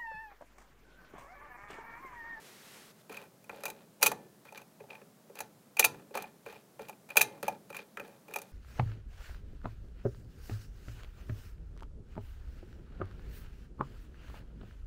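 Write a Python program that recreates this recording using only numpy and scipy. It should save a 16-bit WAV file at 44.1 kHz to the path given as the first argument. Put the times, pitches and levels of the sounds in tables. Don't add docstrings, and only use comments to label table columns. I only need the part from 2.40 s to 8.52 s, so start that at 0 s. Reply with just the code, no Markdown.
import sys
import numpy as np
from scipy import signal
from scipy.fft import rfft, irfft
from scipy.io import wavfile

SR = 44100
rng = np.random.default_rng(int(sys.argv[2]) if len(sys.argv) > 2 else 0)


def materialize(psi):
    bounded = np.clip(np.atleast_2d(psi).T, -1, 1)
    quanta = np.round(bounded * 32767).astype(np.int16)
    wavfile.write(sys.argv[1], SR, quanta)


def linear_from_db(decibels):
    return 10 ** (np.asarray(decibels, float) / 20)


N = 269892


def in_time(rows):
    s, *columns = np.transpose(rows)
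    return [np.interp(np.arange(N) / SR, s, c) for c in columns]


def coloured(spectrum, x):
    hz, level_db = np.transpose(spectrum)
    bin_hz = np.maximum(np.fft.rfftfreq(N, 1 / SR), 1)
    gain = linear_from_db(np.interp(np.log(bin_hz), np.log(hz), level_db))
    return irfft(rfft(x) * gain / np.sqrt(np.mean(gain ** 2)), N)


def band(x, low_hz, high_hz):
    return signal.sosfilt(signal.butter(3, [low_hz, high_hz], "band", fs=SR, output="sos"), x)


def ring(force, modes):
    out = 0
    for k, (hz, level_db, t60_s) in enumerate(modes):
        r = linear_from_db(-60 / (t60_s * SR))
        w = 2 * np.pi * hz / SR
        mode = signal.lfilter([0, np.sin(w)], [1, -2 * r * np.cos(w), r * r], force + 1e-18)
        out = out + (-1) ** k * linear_from_db(level_db) * mode
    return out


def dense_body(force, t60_s):
    r = linear_from_db(-120 / (t60_s * SR))
    energy = signal.lfilter([1 - r], [1, -r], force ** 2 + 1e-18)
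    return np.sqrt(energy) * rng.standard_normal(N)


def contacts(per_s, spread_db):
    sizes = linear_from_db(spread_db * np.minimum(rng.exponential(1, N), 4)) * rng.choice([-1, 1], N)
    x = sizes * (rng.random(N) < per_s / SR)
    return x / np.std(x)


def struck(events, reach_db, plate_share):
    rows = []
    for s, db, ring_db, bright_db in events:
        tilt_db = [plate_share * ring_db, 0, 0, ring_db, bright_db]
        rows.append((s, *(db + np.add(reach_db, tilt_db))))
    return rows


# [t/s, level/dB]
SLEEVE_LEVEL = [
    (0.0, -59.5),
    (0.068, -55.5),
    (0.17, -57.5),
    (0.362, -54.5),
    (0.51, -60),
    (0.536, -75),
    (0.62, -63.5),
]
# [f/Hz, density/dB per Hz]
CLOTH_COLOUR = [(120, -15), (200, -10), (387, 3), (601, -6), (950, -5), (1060, -4.5), (2050, -3.5),
                (13100, -13), (16000, -21)]


def sleeve():
    level_db, = in_time(SLEEVE_LEVEL)
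    cloth = coloured(CLOTH_COLOUR, rng.standard_normal(N))
    return linear_from_db(level_db) * cloth * (np.arange(N) < SLEEVE_LEVEL[-1][0] * SR)


# [f/Hz, density/dB per Hz]
AIR_COLOUR = [(25, -36.5), (64, -24.5), (95, -14.5), (120, -3.5), (217, 0.5), (293, -8), (624, -8.5),
              (796, -13.5), (1230, -17), (2110, -23), (2690, -24.5), (5280, -25), (12900, -25.5),
              (16000, -27)]


def air():
    return linear_from_db(-61.5) * coloured(AIR_COLOUR, rng.standard_normal(N))


# [t/s, strength/dB, dial ring/dB, brightness/dB]
FINGER_GRIPS = [(0.695, -39.5, -5, -9), (1.094, -39, 4.5, -9.5), (1.128, -43.5, -26, -21),
                (1.139, -60, -29, -21), (1.16, -50, -2, -1), (1.183, -51, -12, -20), (1.317, -53, -14, -19),
                (2.052, -50.5, 1, -3.5), (2.196, -50, -9, -20), (2.403, -45, -5.5, -28.5),
                (2.615, -51.5, 0, -10.5), (2.897, -49.5, -12, -12), (3.544, -41, -9.5, -14.5),
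                (3.596, -52, -5.5, -12), (3.708, -48.5, -11.5, -12), (3.74, -44, -6, -18),
                (4.062, -39.5, -1, -8.5), (4.393, -37.5, -5, -11), (4.418, -47, -13, -1),
                (4.977, -47.5, -10, -13), (5.028, -33, -1, 1), (5.12, -56, -2, -10),
                (5.302, -43.5, -1.5, -2), (5.418, -53, -7, -7.5), (5.571, -40, 9, -4.5),
                (5.597, -39, 3.5, -5.5), (5.649, -50, -1.5, -12), (5.678, -48, -14.5, -7),
                (5.882, -45.5, -7, -4.5), (5.909, -57, 7, 4)]


def grips():
    return struck(FINGER_GRIPS, reach_db=(2, 0.3, -5, -2, -3.5), plate_share=1)


# [start t/s, length/s, door drag/dB, dial grit/dB]
SPINDLE_TURNS = [(0.695, 0.17, -55, -63), (1.09, 0.35, -56.5, -71), (1.597, 0.26, -52, -74.5),
                 (2.051, 0.071, -65, -70.5), (2.126, 0.1, -57, -66), (2.396, 0.045, -57, -75.5),
                 (2.486, 0.13, -54.5, -70), (2.951, .11, -56.5, -69.5), (3.367, 0.26, -56.5, -70),
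                 (3.74, 0.091, -43, -56), (3.845, .05, -60, -68), (4.058, 0.15, -58, -67),
                 (4.39, .14, -61.5, -71.5), (4.69, 0.054, -55.5, -66), (4.839, 0.17, -52, -72),
                 (5.03, 0.12, -55, -62.5), (5.294, 0.022, -60, -69.5), (5.341, 0.085, -57, -60.5),
                 (5.57, .21, -57, -72), (5.879, .22, -55, -71.5)]


def turning():
    peak_share, swell_db, fade_db = 0.15, 7.5, -4.5
    rows = []
    for s, length_s, drag_db, grit_db in SPINDLE_TURNS:
        level_db = np.array([drag_db, grit_db])
        end_s = s + length_s
        rows += [(s - .005, -100, -100), (s, *level_db)]
        rows += [(s + peak_share * length_s, *(level_db + swell_db))]
        rows += [(end_s, *(level_db + fade_db)), (end_s + .025, -100, -100)]
    return in_time(rows)


# [t/s, level/dB]
PAD_THUMPS = [
    (.701, -41),
    (1.135, -47),
    (2.408, -44),
    (3.714, -47),
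    (4.069, -44),
    (4.09, -47),
    (4.401, -34.5),
    (5.606, -45),
    (5.655, -47),
    (5.89, -45),
]
# [f/Hz, level/dB, t60/s]
PANEL_MODES = [(402, -5, 0.046), (465, 0.1, 0.057)]


def thumps():
    push_s, push_hz = .012, 448
    s, db = np.transpose(PAD_THUMPS)
    t = np.arange(round(push_s * SR)) / SR
    clicks = np.zeros(N)
    clicks[(s * SR).astype(int)] = linear_from_db(db)
    push = np.sin(np.pi * t / push_s) * np.sin(2 * np.pi * push_hz * t)
    return ring(np.convolve(clicks, push / np.sum(np.abs(push)))[:N], PANEL_MODES)


# [t/s, strength/dB, door and case thud/dB, brightness/dB]
KNOB_TICKS = [(0.7237, -46, -17, 3), (0.7434, -37, -14, -10), (0.7697, -39, -25, -2.5),
              (0.815, -41, -4, -10), (1.0415, -57, -3, 3.5), (1.2067, -49, 1, -2), (1.28, -42, 3, 3),
              (1.3004, -36.5, -8, 1.5), (2.086, -50, -7, -12), (2.1472, -43, -8, -10),
              (2.175, -37.5, -15, -2.5), (2.2162, -48.5, -3, -2), (2.5031, -41.5, -11, -28),
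              (2.5174, -58, 2, -10), (2.5296, -45.5, -1, -17), (2.5511, -45, -10, -9.5),
              (2.9884, -35, -18, 1), (3.7864, -38, -19, -21), (3.8024, -49, 0, -9),
              (4.0855, -45.5, -10, -14.5), (4.125, -40.5, -4, -10.5), (4.158, -49.5, 5.5, -15),
              (4.4455, -53, -3, -16), (4.4844, -44, -5, 2.5), (4.7022, -37.5, -10, -5),
              (5.3271, -39, -9, -9), (5.3457, -34, -10, -7.5), (5.3657, -33.5, -13, -2),
              (5.3901, -35, -6, -16), (5.9377, -33.5, -13, 0)]


def ticks():
    reach_db = (-7, -6, -3, -0.6, -4.5)
    rows = []
    for s, db, thud_db, bright_db in KNOB_TICKS:
        rows.append((s, *(db + np.add(reach_db, [0, thud_db, thud_db, 0, bright_db]))))
    return rows


# [t/s, strength/dB, dial ring/dB, brightness/dB]
WHEEL_PINS = [(0.787, -57, 12, -12), (0.838, -51, -15, -3), (1.235, -33.5, -1, -1.5), (1.254, -28, 1, 1.5),
              (1.288, -37.5, -10, -6.5), (1.716, -25.5, -3, -5.5), (2.123, -42, -6, -7),
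              (2.439, -46, -17.5, -18), (2.954, -48, 3.5, 2), (3.004, -29, -3.5, 0.5),
              (3.368, -39.5, 10.5, 4.5), (3.752, -25, -4, -8.5), (3.773, -24, -3, -8),
              (3.822, -39.5, -4, 2.5), (3.84, -37.5, -1.5, -20), (4.494, -34, -4, -7), (4.527, -52, 1, -8),
              (4.689, -46, 0.5, -4.5), (4.716, -45, 1.5, -11.5), (5.08, -21, -6, -8), (5.959, -29, -1, 0),
              (5.986, -39.5, 2, 0.5), (6.017, -43.5, -1.5, 6.5), (6.053, -57, -15, -15.5)]


def pins():
    return struck(WHEEL_PINS, reach_db=(-5, -12, -3.5, -4, -3.5), plate_share=0.5)


# [t/s, strength/dB, dial ring/dB, brightness/dB]
WHEEL_SLACK = [(1.2627, -46, 7, 3), (1.6125, -41, -6, -1.5), (1.6196, -34.5, 2, -1), (1.651, -42, 12, 9),
               (3.0164, -54, -4, 3), (3.387, -44, 12, -4.5), (3.4258, -36, 10.5, -6),
               (4.7569, -29, -8, -13), (4.765, -36, 1, -5.5), (4.794, -30.5, 0, -5),
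               (4.8472, -43, -10.5, -10)]


def slack():
    return struck(WHEEL_SLACK, reach_db=(-8.5, -7.5, 0.5, 3, -0.4), plate_share=0.5)


# [t/s, strength/dB, rebound delay/s, rebound/dB]
PACK_SLAMS = [
    (1.6264, -13, .034, -17),
    (3.3929, -13.5, .0493, -16.5),
    (4.7679, -14.5, .0415, -17.5),
]
# [delay/s, plate/dB, door/dB, case/dB, dial/dB, small parts/dB]
SLAM_CONTACTS = [
    (.0008, -4.5, -16.5, -9.5, 1.5, 2),
    (.0086, -22.5, -26.5, -22, -18, -12.5),
]
# [delay/s, plate/dB, door/dB, case/dB, dial/dB, small parts/dB]
REBOUND_CONTACTS = [
    (0, -3.5, -21, -10.5, 1.5, -5),
    (.0045, -14.5, -27.5, -14.5, -4.5, 1.5),
    (.015, -25.5, -14.5, -24.5, -15, -14),
]


def slams():
    rows = []
    for s, db, after_s, rebound_db in PACK_SLAMS:
        rows += [(s + lag_s, *np.add(db, parts)) for lag_s, *parts in SLAM_CONTACTS]
        rows += [(s + after_s + lag_s, *np.add(rebound_db, parts)) for lag_s, *parts in REBOUND_CONTACTS]
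    return rows


def knock_force(column, lead):
    push, first = np.zeros(N + 2000), np.zeros(N)
    t = np.arange(2000) / SR
    for row in grips() + ticks() + pins() + slack() + slams():
        length_s = .0008 * linear_from_db(np.clip(0.082 * (row[5] + 45), -4, 4))
        shape = t / length_s * np.exp(-t / length_s) + 0.18 * np.exp(-t / (5.0 * length_s))
        at = round(row[0] * SR)
        push[at:at + 2000] += linear_from_db(row[column]) * shape / np.sqrt(np.sum(shape ** 2))
        first[at + round(.6 * length_s * SR)] = linear_from_db(row[column])
    return lead * first + push[:N] * contacts(9000, spread_db=1.5)


def back_plate(rub):
    force = linear_from_db(27.5) * knock_force(column=1, lead=0.13) + rub
    return band(dense_body(force, 0.033) + 0.3 * force, 974, 1900)


# [f/Hz, level/dB, t60/s]
CABINET_MODES = [(127, -5.5, 0.1), (201, 1, .4), (230.6, -8, 0.51)]
# [f/Hz, level/dB, t60/s]
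DOOR_MODES = [(322, -6, 0.023), (399, -7.5, 0.11), (463, -4, 0.1), (562, -1.5, 0.049)]


def door(rub):
    knock = linear_from_db(-1) * knock_force(column=2, lead=0.18)
    low = linear_from_db(-21.5) * band(ring(knock, CABINET_MODES), 60, 210)
    boom = linear_from_db(32) * band(dense_body(knock, 0.89), 115, 450)
    give = linear_from_db(21) * band(dense_body(knock, 0.11), 25, 73)
    wood = band(ring(knock + linear_from_db(-31.0) * rub, DOOR_MODES), 250, 1400)
    return low + boom + give + wood


# [f/Hz, level/dB, t60/s]
CASE_MODES = [(704, -3.5, 0.018), (757, -8, 0.081), (852, 2.5, 0.022), (935, -11.5, 0.009)]


def lock_case(rub):
    force = linear_from_db(-6.5) * knock_force(column=3, lead=2.5) + linear_from_db(-30.0) * rub
    return band(ring(force, CASE_MODES), 530, 1700)


# [f/Hz, level/dB, t60/s]
DIAL_MODES = [(2385.5, -4, 0.018), (2404.5, 0.5, 0.03), (2502, -6, 0.039), (2606, -3.5, 0.012)]


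def metal_dial(rub):
    force = linear_from_db(1.5) * knock_force(column=4, lead=1.0) + linear_from_db(-16.5) * rub
    return band(ring(force, DIAL_MODES), 1500, 5000)


# [f/Hz, density/dB per Hz]
METAL_COLOUR = [(1710, -38), (2900, -8), (4690, -4), (5110, -10.5), (6320, -1.5), (8510, -7), (10700, -3),
                (12800, -5), (14500, -2), (15900, -13.5), (16500, -19.5)]
# [f/Hz, level/dB, t60/s]
BRIGHT_MODES = [(3870, -5, .025), (4090, -6, .025), (6200, -2, .012), (9000, -7, .015), (11000, -2, .012),
                (11850, -4, .012), (14100, -2, .01)]


def small_parts(rub_level, soft):
    knock = knock_force(column=5, lead=0.18)
    clack = dense_body(knock, .018)
    rattle = linear_from_db(-8.5) * dense_body(knock, 0.072) * contacts(5000, spread_db=2.0)
    hiss = linear_from_db(-7.5) * rub_level * dense_body(soft, 0.0056)
    metal = coloured(METAL_COLOUR, linear_from_db(17) * (clack + rattle) + linear_from_db(4) * knock + hiss)
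    return metal + linear_from_db(-5.5) * band(ring(knock, BRIGHT_MODES), 4300, 17000)


BLOW_S = {"first": 1.667, "second": 3.446, "third": 3.772, "fourth": 4.812}
PART_HZ = {"lever": 1001, "fence": 1755, "wheel": 2105, "pin": 8958}
# [blow, part, level/dB, t60/s]
SPRING_RINGS = [
    ("first", "fence", -55.5, 0.8),
    ("second", "fence", -61.5, 1.0),
    ("third", "fence", -61, 0.65),
    ("fourth", "fence", -57, 0.6),
    ("second", "lever", -43, 0.25),
    ("fourth", "wheel", -52.5, 0.45),
    ("second", "pin", -57, 0.25),
    ("fourth", "pin", -50, 0.25),
]


def springs():
    out = 0
    for blow, part, level_db, t60_s in SPRING_RINGS:
        click = 1. * (np.arange(N) == round(BLOW_S[blow] * SR))
        out = out + ring(click, [(PART_HZ[part], level_db, t60_s)])
    return out


def lock():
    drag_db, grit_db = turning()
    drag, grit = linear_from_db(drag_db), linear_from_db(grit_db)
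    soft = contacts(2500, spread_db=4.0)
    scratch = linear_from_db(7.5) * grit * band(contacts(450, spread_db=4.0), 1300, 4500)
    rest = back_plate(linear_from_db(13.0) * grit * soft) + door(drag * soft) + lock_case(drag * soft)
    rest = rest + small_parts(grit, soft) + scratch + thumps() + springs()
    return metal_dial(grit * soft), rest


def room(x):
    t60_s, wall_cut_hz = 0.2, 11000
    t = np.arange(SR // 2) / SR
    white = rng.standard_normal(len(t)) * (t > .006)
    dull = signal.sosfilt(signal.butter(1, wall_cut_hz / 4, fs=SR, output="sos"), white)
    tail = dull * linear_from_db(-60 * t / t60_s) + 0.18 * (white - dull) * linear_from_db(-60 * t / (0.15 * t60_s))
    return signal.fftconvolve(x, tail / np.sqrt(np.sum(tail ** 2)))[:N]


def scene():
    dial, rest = lock()
    wet = linear_from_db(-16.5) * room(rest + linear_from_db(-10) * dial)
    return (dial + rest + wet + sleeve() + air())[None]


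def band_limit(x):
    return signal.sosfilt(signal.butter(12, 16970, fs=SR, output="sos"), x)


def record(dry):
    cutoff_hz = 15900
    mix = signal.sosfilt(signal.cheby2(16, 27, 1.012 * cutoff_hz, fs=SR, output="sos"), dry)
    return band_limit(mix)


dry = scene()
out = record(dry)
materialize(out)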